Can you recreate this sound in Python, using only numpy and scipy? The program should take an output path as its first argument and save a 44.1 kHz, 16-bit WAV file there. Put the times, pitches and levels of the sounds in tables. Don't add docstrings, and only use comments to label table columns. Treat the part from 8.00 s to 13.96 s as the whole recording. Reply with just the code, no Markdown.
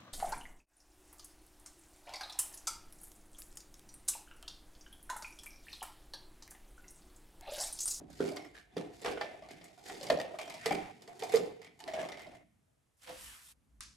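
import sys
import numpy as np
from scipy import signal
from scipy.fft import rfft, irfft
from scipy.io import wavfile
from scipy.ndimage import uniform_filter1d

SR = 44100
rng = np.random.default_rng(int(sys.argv[2]) if len(sys.argv) > 2 else 0)


def wrap_up_sound(samples):
    columns = np.atleast_2d(samples).T
    tamed = np.clip(columns, -1, 1)
    steps = np.round(tamed * 32767).astype(np.int16)
    wavfile.write(sys.argv[1], SR, steps)


N = 262836
T = np.arange(N) / SR


def undb(db):
    return 10 ** (np.asarray(db) / 20)


def unit(x):
    return x / np.sqrt(np.mean(x ** 2))


def peak_unit(x):
    return x / np.max(np.abs(x))


def onset_unit(x):
    return x / np.sqrt(np.mean(x[..., :SR // 50] ** 2))


def along(table, size):
    hz, value = np.transpose(table)[:2]
    bins_hz = np.arange(size // 2 + 1) * SR / size
    return np.interp(np.log(bins_hz + 1), np.log(hz), value)


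def colour(x, table):
    size = x.shape[-1]
    return irfft(rfft(x) * undb(along(table, size)), size)


def resonate(x, hz, width_hz):
    return signal.lfilter(*signal.iirpeak(hz, hz / width_hz, fs=SR), x)


def ring(t, hz, t60_s, rise_s):
    decay = np.exp(-np.log(1000) * t / t60_s)
    return np.sin(2 * np.pi * hz * t) * decay * (1 - np.exp(-t / rise_s))


def curve(table):
    s, *columns_db = np.transpose(table)
    return [undb(np.interp(T, s, db, left=-140, right=-140)) for db in columns_db]


def uneven(hold, smooth):
    steps = np.repeat(rng.standard_normal(N // hold + 1), hold)
    return uniform_filter1d(steps, smooth)[:N]


def slips(rate_hz, spread_db):
    when = rng.random((2, N)) < rate_hz / SR
    height = rng.standard_normal((2, N))
    boost_db = spread_db * np.minimum(rng.exponential(size=(2, N)), 4)
    return when * height * undb(boost_db)


# pitch_hz, likeness (0-1)
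STEREO_LIKENESS = [(30, .85), (60, .85), (130, .78), (300, .5), (600, .05), (1200, .3), (2500, .25),
                   (5000, .65), (8500, .85), (15000, .8)]


def wide(x):
    size = x.shape[-1]
    like = np.clip(along(STEREO_LIKENESS, size), 0, .99)
    mid = rfft(x[0]) * np.sqrt((1 + like) / 2)
    side = rfft(x[1]) * np.sqrt((1 - like) / 2)
    return irfft(np.array([mid + side, mid - side]), size)


# pitch_hz, level_db (per Hz)
FLOOR_COLOUR = [(15, -35), (25, -18.5), (54, -10), (130, -4.5), (200, -23), (305, -18.5), (470, -17),
                (1000, -20.5), (2000, -24), (4500, -30), (8500, -27.5), (13000, -28.5), (14200, -55)]
# time_s, stand_db, counter_db
RUMBLE_LEVELS = [(0.0, -58, -58), (0.31, -67, -55.5), (0.7, -70, -72.5), (0.78, -73, -55.5),
                 (0.93, -67.5, -60.5), (1.94, -74, -68), (2.14, -72, -48.5), (2.42, -72, -70),
                 (2.71, -90, -53), (3.17, -91, -67.5), (3.39, -94, -52), (3.72, -92, -69.5),
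                 (3.95, -63, -59.5), (4.4, -76, -65), (4.98, -91, -86), (5.12, -63, -64),
                 (5.25, -52.5, -67), (5.43, -75, -80.5), (5.88, -59.5, -66.5), (5.96, -75, -72.5)]
FLOOR_DB = -73.5


def floor():
    stand_gain, counter_gain = curve(RUMBLE_LEVELS)
    # (pitch_hz, level_db)
    stand_colour = [(15, -44.0), (30, -21.0), (55, 9), (80, -6.5), (150, -50.5)]
    counter_colour = [(50, -42.5), (90, -3), (165, -2.5), (220, -2.0), (320, -8.0), (600, -69.0)]
    stand = colour(rng.standard_normal((2, N)), stand_colour)
    counter = colour(rng.standard_normal((2, N)), counter_colour)
    hiss = colour(rng.standard_normal((2, N)), FLOOR_COLOUR)
    return wide(undb(FLOOR_DB) * unit(hiss) + stand_gain * unit(stand) + counter_gain * unit(counter))


# time_s, hollow_db, wall_db, rasp_db
SCRAPE_LEVELS = [(0.0, -51, -101, -115), (0.12, -70, -68, -62.5), (0.27, -43, -57, -51),
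                 (0.39, -46, -85, -62), (0.53, -69.5, -83, -68), (0.59, -85, -63, -58.5),
                 (0.68, -70, -88, -81), (0.755, -56.5, -65, -89), (0.8, -44.5, -74, -102),
                 (0.96, -55.5, -64, -57), (1.24, -52, -54, -70), (1.4, -55, -66, -102),
                 (1.6, -58.5, -60.5, -68), (1.82, -61, -68, -62.5), (1.88, -49.5, -56, -46.5),
                 (1.97, -48.5, -55, -50.5), (2.05, -45, -55.5, -55), (2.22, -48, -68, -77),
                 (2.43, -50, -83, -60.5), (2.66, -58, -42, -58), (2.88, -71, -53, -66),
                 (3.0, -57, -70, -72), (3.13, -55, -73, -66), (3.37, -46, -58.5, -46),
                 (3.56, -58, -76.5, -71), (3.65, -62, -75, -94), (3.77, -70, -81, -72),
                 (3.87, -44.5, -82, -66), (4.0, -42.5, -73, -80), (4.07, -45.5, -73, -69),
                 (4.25, -54.5, -69, -77), (4.37, -58, -61, -83), (4.42, -66.5, -96, -79),
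                 (4.45, -87.5, -100, -96)]
# pitch_hz, width_hz, level_db
HOLLOW_MODES = [(313, 90, -6.5), (394, 90, 8.5), (715, 47, 12.5)]
# pitch_hz, level_db, t60_s
WALL_MODES = [(1219, 1, 0.055), (1440, 5, 0.029), (1843, 13.5, 0.024), (2079, 7, 0.045), (2360, 3, 0.051),
              (2360, -7, 0.011), (3200, -7.5, 0.11), (5060, -11.5, 0.031)]
# pitch_hz, level_db, t60_s
RIM_PINGS = [(3062, -1.5, 0.048), (3580, -2.5, 0.039), (4450, 2.5, .03), (4880, 2.5, 0.036),
             (5300, 0, 0.039), (5720, -4.5, 0.033), (7430, -6.5, 0.033)]
# pitch_hz, level_db (per Hz)
TICK_COLOUR = [(700, -18.5), (1200, -13), (2500, -15.5), (3500, 7), (5000, 7.5), (6300, -8), (7500, -26),
               (9000, -30.5)]
# pitch_hz, level_db (per Hz)
SIZZLE_COLOUR = [(5000, -28), (6500, -4), (7500, -5), (10000, -11), (13000, -8.5), (16000, -8.5)]


def scrape():
    hollow_gain, wall_gain, rasp_gain = curve(SCRAPE_LEVELS)
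    grip_db = 1.5 * uneven(300, 150)
    x = slips(4000, 0.71) * undb(grip_db)
    air = sum(undb(db) * resonate(x, hz, width) for hz, width, db in HOLLOW_MODES)
    wall = sum(undb(db) * resonate(x, hz, 9.8 / t60) for hz, db, t60 in WALL_MODES)
    rim = sum(undb(db) * resonate(x, hz, 5.1 / t60) for hz, db, t60 in RIM_PINGS)
    rasp = unit(colour(x, TICK_COLOUR)) + .6 * unit(rim) + 1.8 * unit(colour(x, SIZZLE_COLOUR))
    return wide(hollow_gain * unit(air) + wall_gain * unit(wall) + rasp_gain * unit(rasp))


# start_s, air_peak_db, air_hz, thud_db, wall_hz, wall_db, tick_db, sizzle_db,
# left_minus_right_db, rattle_db (against the blow), air_swell_s
KNOCK_LIST = [(0.015, -42, 343, -47.5, 1540, -93, -91, -79, 0, -11, 0.0047),
              (0.101, -76, 294, -51.5, 1590, -72.5, -70, -58, -3, 5.5, 0.0031),
              (0.128, -81, 293, -80, 1930, -73, -65, -58.5, 0, -23, 0.0035),
              (0.179, -56, 400, -69, 1600, -72, -68.5, -62, -2, 10.5, 0.0031),
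              (0.204, -15, 416, -35.5, 1470, -46, -55, -54, -2.5, -8.5, 0.0025),
              (0.251, -29.5, 381, -39, 1400, -55, -64, -70, -4, 0.5, 0.0056),
              (0.287, -35.5, 412, -50, 2280, -45.5, -50, -50, -2, -24, 0.009),
              (0.318, -31, 614, -62, 2570, -83, -55, -56, -2, -10, 0.0057),
              (0.361, -48, 402, -65, 1480, -49.5, -57, -48.5, 2, -23, 0.0027),
              (0.368, -43.5, 297, -56, 2090, -41, -45, -62, -4.5, -25, 0.012),
              (0.447, -45, 362, -72, 1950, -51.5, -70, -61, -2, -20, 0.0033),
              (0.546, -57, 460, -79, 1717, -57.5, -74, -68, -2, 2.5, 0.003),
              (0.577, -61, 310, -82, 1580, -60, -62.5, -73, 0, -12, 0.0044),
              (0.767, -22, 446, -34.5, 1790, -46, -49, -55, -2, -7.5, 0.0034),
              (0.934, -61.5, 325, -71, 1730, -76, -72, -72, 7, -22, 0.0052),
              (1.016, -47, 444, -76, 1900, -68, -65, -51, -2, 11, 0.003),
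              (1.046, -31, 437, -55, 1160, -35.5, -51, -48, 0, -3, 0.0075),
              (1.059, -30.5, 475, -56, 1645, -34, -46, -56, -3, -23, 0.0079),
              (1.077, -25, 426, -73, 1500, -44, -59, -58, -4, -1.5, 0.0032),
              (1.111, -32, 490, -68, 1440, -59, -52, -51.5, 0.5, -3.5, 0.007),
              (1.173, -31, 452, -64, 1465, -39.5, -60, -88, -2, -18, 0.004),
              (1.211, -25.5, 817, -57, 1770, -32, -42.5, -62, -1, -22, 0.0055),
              (1.243, -30.5, 618, -69, 1810, -52.5, -54, -73, -1, -13.5, 0.0022),
              (1.317, -42, 700, -70.5, 2080, -63, -67, -79, 4, -13.5, 0.0056),
              (1.343, -41.5, 660, -67, 2070, -64.5, -73, -77.5, 9, -16, 0.0045),
              (1.422, -38.5, 635, -65.5, 2090, -56.5, -66, -76, 2, -7.5, 0.0039),
              (1.487, -43, 680, -65, 2140, -58, -60, -63, 0, -3, 0.003),
              (1.509, -42, 358, -55.5, 1640, -58, -64.5, -54, -1, -5, 0.0033),
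              (1.565, -53, 693, -66, 2120, -73.5, -71, -68, -1, -20, 0.0034),
              (1.612, -53, 626, -66, 2140, -56.5, -61, -79, 1, -10, 0.00096),
              (1.641, -56.5, 780, -63.5, 2060, -61, -62.5, -51.5, -1, -3, 0.012),
              (1.776, -54, 703, -76, 1450, -63, -72, -68, -3, -13, 0.0092),
              (1.79, -58, 756, -72.5, 2370, -66, -66, -66, -5, -15, 0.0044),
              (1.857, -42.5, 413, -60.5, 1840, -58.5, -63.5, -59, -3, 3, 0.0025),
              (1.896, -36.5, 769, -61.5, 1914, -44, -55, -58.5, -1.5, -9, 0.009),
              (1.949, -49.5, 706, -68.5, 2170, -54, -54.5, -67, 0, -11, 0.0013),
              (2.01, -38, 554, -59.5, 1730, -58, -48, -60, 4, -14, 0.0059),
              (2.029, -39.5, 533, -55.5, 1800, -50, -45.5, -44.5, -2.5, -12, 0.0058),
              (2.067, -39, 585, -58, 2200, -47, -45, -51, -1, -12.5, 0.0058),
              (2.086, -42.5, 595, -58.5, 2200, -58.5, -57, -54.5, -1, -16.5, 0.0033),
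              (2.1, -12.5, 629, -37, 1827, -28, -32.5, -43.5, 0, -30, 0.0045),
              (2.119, -30, 470, -37.5, 2250, -54, -55, -48.5, -3, -17, 0.0016),
              (2.172, -23.5, 600, -56, 1850, -71, -52.5, -60, 8, -22.5, 0.0027),
              (2.187, -24, 662, -59, 2220, -63.5, -53, -57, -3, -15.5, 0.0029),
              (2.199, -28.5, 518, -53.5, 1894, -35, -42, -46.5, 0, -34, 0.0044),
              (2.246, -31.5, 537, -57, 2000, -72, -59, -73, 1, -4, 0.0036),
              (2.341, -29, 644, -61.5, 2300, -59.5, -74.5, -81.5, 3, -28, 0.0036),
              (2.387, -34.5, 635, -79, 2320, -38, -48, -49, 0, -10.5, 0.011),
              (2.413, -44, 676, -64, 2126, -44, -51.5, -49.5, -1, -16, 0.00085),
              (2.457, -52.5, 647, -60, 1400, -60, -64.5, -59, -0.5, -17, 0.0035),
              (2.477, -36, 673, -56.5, 2440, -50, -55.5, -59, -2, -9, 0.0053),
              (2.498, -43, 646, -62, 2180, -45.5, -51, -47.5, 0, -5, 0.0024),
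              (2.54, -38, 650, -58, 2280, -53, -52.5, -51, -2, -5, 0.0084),
              (2.611, -58, 650, -68.5, 1820, -54.5, -58, -57.5, -3, -16.5, 0.0035),
              (2.659, -21, 452, -44, 1990, -31, -35, -36.5, -1.5, -12, 0.008),
              (2.708, -18, 777, -33.5, 2313, -32, -57.5, -50, 3, -19.5, 0.006),
              (2.722, -33.5, 403, -42, 2434, -36, -47.5, -44, -2, -23.5, 0.0094),
              (2.75, -33, 396, -42.5, 2060, -55.5, -49, -58, -2, -6.5, 0.0045),
              (3.02, -48.5, 457, -63, 2000, -60.5, -57, -57, -1, -9.5, 0.0031),
              (3.076, -45, 457, -70, 1930, -54, -57, -58, -1, -11, 0.0064),
              (3.193, -44, 425, -59, 1920, -55, -55, -49, -2.5, -0.5, 0.004),
              (3.222, -28.5, 451, -55.5, 2360, -42, -47.5, -62, -4.5, -20, 0.0058),
              (3.225, -28.5, 754, -58.5, 2180, -65.5, -64, -60, -1.5, -1, 0.0031),
              (3.234, -28.5, 728, -62, 2130, -48, -49, -44, 0, -5.5, 0.0076),
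              (3.292, -40.5, 750, -64.5, 2160, -51, -55.5, -51.5, -2, -1, 0.0058),
              (3.32, -37, 452, -60, 2235, -41, -49, -44, -1, -3.5, 0.0065),
              (3.338, -9.5, 456, -43.5, 1933, -36.5, -46.5, -42.5, -5, -14, 0.0085),
              (3.357, -28.5, 540, -45.5, 1660, -50, -37.5, -37.5, -0.5, -17.5, 0.0064),
              (3.367, -34.5, 487, -63.5, 2080, -42, -39, -51.5, 2, -18.5, 0.0027),
              (3.4, -33, 480, -40, 2050, -61, -74, -63, -0.5, -14, 0.0021),
              (3.456, -43.5, 470, -68, 2240, -60, -58, -60.5, 0, -21, 0.0018),
              (3.616, -67, 483, -72, 2070, -54, -59.5, -61, -2, -5.5, 0.0049),
              (3.645, -51, 450, -63, 2160, -55, -60, -59.5, -1, -8, 0.0079),
              (3.668, -57, 460, -64, 2260, -56.5, -69, -75, 4, -24, 0.0032),
              (3.791, -50, 800, -70, 2120, -66, -65, -58, 0, 0, 0.0021),
              (3.802, -46.5, 884, -66, 1820, -54, -54, -53.5, -2, -11, 0.012),
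              (3.877, -30.5, 651, -71, 1970, -43.5, -51, -55, -0.5, -6, 0.014),
              (3.935, -24, 635, -55, 2190, -45.5, -48.5, -55.5, -1.5, -4.5, 0.0062),
              (3.949, -28, 648, -69, 1790, -47, -65, -69, 0, -5, 0.009),
              (3.974, -28.5, 636, -60, 1750, -56, -66.5, -70, 0, -8, 0.003),
              (3.987, -26, 634, -48.5, 1700, -48.5, -65, -74, 0, 1, 0.0021),
              (4.028, -32, 612, -48, 2110, -46, -63, -75, 0.5, -8, 0.0059),
              (4.087, -46.5, 653, -65, 2310, -44.5, -51.5, -55.5, -1, -18, 0.0022),
              (4.119, -39, 597, -62, 2030, -46, -49.5, -58, 0, -8, 0.0016),
              (4.172, -42.5, 643, -76, 2270, -50, -58, -63, -3, -9.5, 0.0061),
              (4.193, -60, 680, -73, 1960, -51, -58, -60, 0.5, -4, 0.0046),
              (4.218, -49, 502, -75, 2170, -52, -63.5, -58, -1, -9, 0.0037),
              (4.267, -42.5, 623, -57, 1720, -64, -62, -70, -3, -10, 0.0088),
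              (4.348, -47.5, 663, -60, 1880, -64, -77.5, -65, 1, -11, 0.0043),
              (5.019, -85, 628, -89, 1700, -79, -67, -59, -4, -9.5, 0.0031),
              (5.032, -85, 632, -88, 1720, -67, -70, -57, -2, -5, 0.0032),
              (5.073, -66, 700, -86, 950, -50.5, -59, -58, -4, -7, 0.0033)]
# pitch_hz, level_db (per Hz)
SLAP_COLOUR = [(350, -28), (650, 7), (1200, -6.5), (2200, -10), (3200, -7.5), (4500, -38.5)]
# pitch_hz, width_hz, level_db
RATTLE_RIM = [(2140, 320, -7), (2840, 290, -21), (5340, 120, -20.5)]
RATTLE_S = 0.032
PING_DB = 1
ROOM_DB = -4.5


def struck(modes, t, luck_db, luck_pitch, rise_s):
    luck = rng.standard_normal((len(modes), 2)) * [luck_db, luck_pitch]
    return sum(undb(db + more_db) * ring(t, hz * (1 + shift), t60, rise_s)
               for (hz, db, t60), (more_db, shift) in zip(modes, luck))


def cup_air(t, hz, swell_s):
    puff = t / swell_s * np.exp(-(t / swell_s) ** 2 / 2)
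    air = puff * (np.sin(2 * np.pi * hz * t) + 0.083 * np.sin(2.8 * np.pi * hz * t))
    return air + .2 * ring(t, hz, .07, .003) + .15 * ring(t, .8 * hz, .06, .003)


def cup_wall(t, wall_hz):
    pair = ring(t, wall_hz, 0.061, 0.0016) + 0.4 * ring(t, 0.92 * wall_hz, 0.079, 0.0015)
    return struck(WALL_MODES, t, 3, .03, 0.01) + 1.5 * pair


def rim_burst(t, jolts):
    fade = np.exp(-t / 0.0037) + 0.21 * jolts * np.exp(-t / 0.022)
    return wide(rng.standard_normal((2, len(t)))) * fade * (1 - np.exp(-t / .001))


def rattle(t, jolts, air_hz, wall_hz, air_gain, wall_gain, tick_gain):
    fade = jolts * np.exp(-t / RATTLE_S) * (1 - np.exp(-t / 0.0062))
    push = wide(rng.standard_normal((2, len(t)))) * fade
    air = resonate(push, air_hz, 60) + .6 * resonate(push, 1.184 * air_hz, 57)
    notes = 0.89 * onset_unit(resonate(push, wall_hz, 200))
    notes = notes + sum(undb(db) * onset_unit(resonate(push, hz, width)) for hz, width, db in RATTLE_RIM)
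    tick = onset_unit(colour(push, TICK_COLOUR))
    return air_gain * peak_unit(air) + wall_gain * notes + tick_gain * tick


def knocks():
    out, t = np.zeros((3, N + SR)), np.arange(8192) / SR
    thud = ring(t, 298.0, 0.061, 0.0033) + .5 * ring(t, 181.8, 0.11, 0.0039)
    thud = thud + 1.2 * ring(t, 590, 0.02, 0.00086)
    end_fade = np.clip((t[-1] - t) / .04, 0, 1)
    for (s, air_db, air_hz, thud_db, wall_hz, wall_db, tick_db, sizzle_db,
         pan_db, rattle_db, swell_s) in KNOCK_LIST:
        air_gain, wall_gain, tick_gain = undb(air_db), undb(wall_db), undb(tick_db)
        jolts = np.repeat(undb(6 * rng.standard_normal(len(t) // 64)), 64)
        burst = rim_burst(t, jolts)
        wall = peak_unit(cup_wall(t, wall_hz)) + 1.8 * peak_unit(colour(burst, SLAP_COLOUR))
        ping = struck(RIM_PINGS, t, 6, .025, .0006)
        tick = onset_unit(colour(burst, TICK_COLOUR)) + undb(PING_DB) * onset_unit(ping)
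        hit = air_gain * peak_unit(cup_air(t, air_hz, swell_s)) + undb(thud_db) * onset_unit(thud)
        hit = hit + wall_gain * onset_unit(wall) + tick_gain * onset_unit(tick)
        hit = hit + undb(sizzle_db) * onset_unit(colour(burst, SIZZLE_COLOUR))
        trembling = rattle(t, jolts, air_hz, wall_hz, air_gain, wall_gain, tick_gain)
        hit = (hit + undb(rattle_db) * trembling) * end_fade
        sends = undb(np.array([[pan_db / 2], [-pan_db / 2], [ROOM_DB]]))
        i = int(s * SR)
        out[:, i:i + len(t)] += sends * hit[[0, 1, 0]]
    return out[:, :N]


# pitch_hz, t60_s, level_db
ROOM_BANDS = [(150, 0.21, 1), (318, 0.46, 2.5), (700, 0.46, -5.5), (1220, 0.073, 1), (2360, 0.62, -5),
              (3630, 0.087, -9), (7900, 0.079, -0.5), (11000, 0.056, 0)]


def room(x):
    t, tail = np.arange(32768) / SR, 0
    for hz, t60_s, db in ROOM_BANDS:
        band = resonate(resonate(rng.standard_normal((2, len(t))), hz, hz), hz, hz)
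        band = band * np.exp(-np.log(1000) * t / t60_s)
        energy = np.sum(band ** 2) / 2
        tail = tail + undb(db) * band / np.sqrt(energy) * np.sqrt(hz / 10000)
    tail = wide(tail) * np.clip((t - .004) / .015, 0, 1)
    return signal.fftconvolve(x, tail, axes=1)[:, :N]


# start_s, length_s, first_hz, last_hz, width_hz, level_db (at its start)
HUM_LIST = [(0.078, 0.073, 755, 800, 120, -58), (0.195, 0.042, 1412, 1380, 100, -40.5),
            (0.385, 0.075, 2150, 2160, 40, -50.5), (0.46, 0.09, 2150, 2100, 50, -60),
            (0.4, 0.084, 5370, 5300, 70, -59), (0.537, 0.062, 1607, 1750, 398, -58),
            (0.712, 0.044, 3400, 3550, 150, -69), (0.766, 0.029, 1133, 1160, 120, -45),
            (0.767, 0.027, 3350, 3320, 150, -46), (0.776, 0.08, 1780, 1780, 60, -67),
            (1.047, 0.1, 815, 740, 120, -38.5), (1.066, 0.11, 304, 315, 29.5, -41),
            (1.206, 0.022, 594, 600, 60, -29), (1.257, 0.086, 2073, 2055, 58.7, -51.5),
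            (1.302, 0.068, 783, 662, 50, -50), (1.425, 0.07, 1150, 1130, 21, -59),
            (1.444, 0.16, 690, 697, 55, -58), (1.52, 0.16, 167, 165, 26, -58.5),
            (1.622, 0.13, 724, 657, 80, -56), (1.783, 0.067, 760, 770, 53, -57),
            (1.853, 0.09, 1790, 2100, 300, -53.5), (1.902, 0.099, 431, 396, 59.7, -45),
            (2.101, 0.12, 1197, 1160, 69, -52), (2.108, 0.053, 478, 510, 39.78, -25),
            (2.11, 0.017, 720, 720, 60, -36.5), (2.342, 0.03, 886, 1450, 210, -47),
            (2.41, 0.087, 3160, 3130, 63, -51.5), (2.49, 0.11, 943, 943, 42, -49.5),
            (2.607, 0.039, 1750, 2020, 118.5, -47.5), (2.649, 0.05, 713, 720, 100.7, -39.5),
            (2.706, 0.13, 419.2, 398.5, 60, -40), (2.722, 0.16, 204.2, 174, 62, -49.5),
            (2.763, 0.16, 770, 766, 51, -42.5), (3.082, 0.059, 721, 702, 50.1, -45),
            (3.09, 0.049, 2130, 2120, 120, -60), (3.211, 0.048, 916, 930, 60, -48.5),
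            (3.34, 0.072, 1200, 1180, 60, -43.5), (3.347, 0.18, 760, 780, 90, -45.5),
            (3.359, 0.068, 504, 455, 30, -38.5), (3.368, 0.057, 2060, 2080, 80.5, -53),
            (3.445, 0.045, 440, 410, 60, -43), (3.5, 0.037, 466, 450, 40, -44),
            (3.878, 0.028, 3080, 3060, 90, -51), (3.88, 0.03, 1710, 1720, 80, -49),
            (3.934, 0.024, 2970, 3080, 90, -44), (3.99, 0.028, 3050, 3040, 90, -45),
            (4.03, 0.014, 2100, 2080, 90, -50), (3.958, 0.083, 1750, 1650, 80, -49),
            (4.03, 0.052, 1100, 1150, 34, -49), (4.089, 0.18, 2090, 2080, 57, -51.5),
            (4.253, 0.052, 674, 640, 60, -48), (4.282, 0.02, 302, 300, 100, -53),
            (4.312, 0.054, 691, 680, 86.5, -50), (4.339, 0.1, 2140, 2030, 120, -62.5),
            (4.395, 0.048, 683, 660, 80, -58.5), (5.07, 0.11, 3260, 2790, 297, -61),
            (5.252, 0.12, 2905, 3280, 300, -54.5), (5.265, 0.12, 1930, 1250, 150, -56.5),
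            (5.331, 0.11, 2290, 1300, 149.4, -62), (5.455, 0.073, 3210, 4090, 200, -61)]
HUM_EDGE_S, HUM_FADE_DB = .01, -5


def hums():
    out = np.zeros((2, N))
    for s, length_s, first_hz, last_hz, width_hz, db in HUM_LIST:
        t = np.arange(int(length_s * SR)) / SR
        shake = rng.standard_normal((2, 2, SR // 4))
        pole = np.exp(-np.pi * width_hz / SR)
        shake = signal.lfilter([1], [1, -pole], shake[0] + 1j * shake[1])[:, -len(t):]
        evened = shake / np.abs(shake) ** 0.39
        cycles = (first_hz + (last_hz - first_hz) * t / length_s / 2) * t
        note = np.real(evened * np.exp(2j * np.pi * cycles))
        edges = np.clip(np.minimum(t, length_s - t) / HUM_EDGE_S, 0, 1)
        i = int(s * SR)
        out[:, i:i + len(t)] += undb(db + HUM_FADE_DB * t / length_s) * unit(note) * edges
    return wide(out)


# time_s, hiss_db, grit_db
SWEEP_LEVELS = [(4.97, -71, -94.5), (5.01, -70.5, -67), (5.04, -64, -53), (5.062, -65, -54.5),
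                (5.094, -70, -45), (5.136, -58, -50), (5.244, -47, -50), (5.368, -54.5, -53.5),
                (5.406, -58.5, -56.5), (5.47, -53, -61), (5.524, -55.5, -59.5), (5.552, -101, -101),
                (5.57, -99, -99)]
# pitch_hz, level_db (per Hz)
PALM_COLOUR = [(3500, -24.5), (5000, -4.5), (6400, -4), (8500, 1.5), (12000, -3), (13600, 7), (14200, -28)]
# pitch_hz, level_db (per Hz)
GRIT_COLOUR = [(600, -20.5), (1000, -7.5), (1900, -5.5), (3000, -5.5), (4500, -10.5), (6500, -17)]
DRAG_S, DRAG_DB, DRAG_RISE_S, DRAG_FALL_S = 5.1, -41, 0.014, 0.048


def sweep():
    hiss_gain, grit_gain = curve(SWEEP_LEVELS)
    since_peak = np.where(T < DRAG_S, (DRAG_S - T) / DRAG_RISE_S, (T - DRAG_S) / DRAG_FALL_S)
    drag_gain = undb(DRAG_DB) * np.exp(-since_peak)
    grit_gain = grit_gain * undb(.8 * uneven(600, 400))
    x = slips(9000, 0.55)
    # (pitch_hz, width_hz, level_db)
    notes = [(299, 18, -3), (513, 12.4, 6.5), (690, 54, -1.5), (920, 120, -12.0)]
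    stir = sum(undb(db) * resonate(rng.standard_normal((2, N)), hz, width) for hz, width, db in notes)
    hiss, grit = unit(colour(x, PALM_COLOUR)), unit(colour(x, GRIT_COLOUR))
    return wide(hiss_gain * hiss + grit_gain * grit + drag_gain * unit(stir))


# start_s, level_db
CLICK_BLOWS = [(5.807, -28.5), (5.812, -53), (5.826, -42), (5.836, -39.5)]
# pitch_hz, level_db (per Hz)
CLICK_FRONT = [(500, -59.5), (800, -29), (1050, 0.5), (2200, -1), (4000, -10), (9000, -2.5), (14000, -13)]
# pitch_hz, level_db (per Hz)
CLICK_TAIL = [(700, -19), (1200, -3), (3000, -4), (5500, 2), (10000, -9), (14000, -26)]
CLICK_FALL_S, CLICK_HISS_DB, CLICK_HISS_S = 0.0019, -43.5, 0.064


def click():
    def fade(start_s, fall_s):
        return (T >= start_s) * np.exp(-np.maximum(T - start_s, 0) / fall_s)

    def shaped(x, gain, table):
        return colour(x * gain, table) / np.std(colour(x, table))

    noise = rng.standard_normal((2, 2, N))
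    blows = sum(undb(db) * fade(s, CLICK_FALL_S) for s, db in CLICK_BLOWS)
    hiss = undb(CLICK_HISS_DB) * fade(CLICK_BLOWS[0][0], CLICK_HISS_S)
    return wide(shaped(noise[0], blows, CLICK_FRONT) + shaped(noise[1], hiss, CLICK_TAIL))


# pitch_hz, left_minus_right_db
BALANCE = [(60, -0.5), (130, 0), (330, -2), (650, -3), (2500, 0.3), (8000, -0.4)]


def scene():
    hits = signal.lfilter(*signal.butter(2, 90, "high", fs=SR), knocks())
    lean = undb(along(BALANCE, N) / 2)
    spread = rfft(floor() + scrape() + room(hits[2:]) + hums() + sweep() + click())
    return hits[:2] + irfft(spread * np.array([lean, 1 / lean]), N)


# pitch_hz, level_db
OVERALL_TONE = [(20, -3), (13200, -6.5), (14300, -20), (22000, -17)]
# pitch_hz, phase_rad
TREBLE_PHASE = [(20, 0), (10200, 0), (13600, 3.0), (22000, 3.2)]
TOP_HZ = 16200


def record(dry):
    spec = rfft(dry) * undb(along(OVERALL_TONE, N))
    spec[0] *= np.exp(1j * along(TREBLE_PHASE, N))
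    steep_cut = signal.ellip(8, .2, 70, TOP_HZ, fs=SR, output="sos")
    return signal.sosfilt(steep_cut, irfft(spec, N))


dry = scene()
out = record(dry)
wrap_up_sound(out)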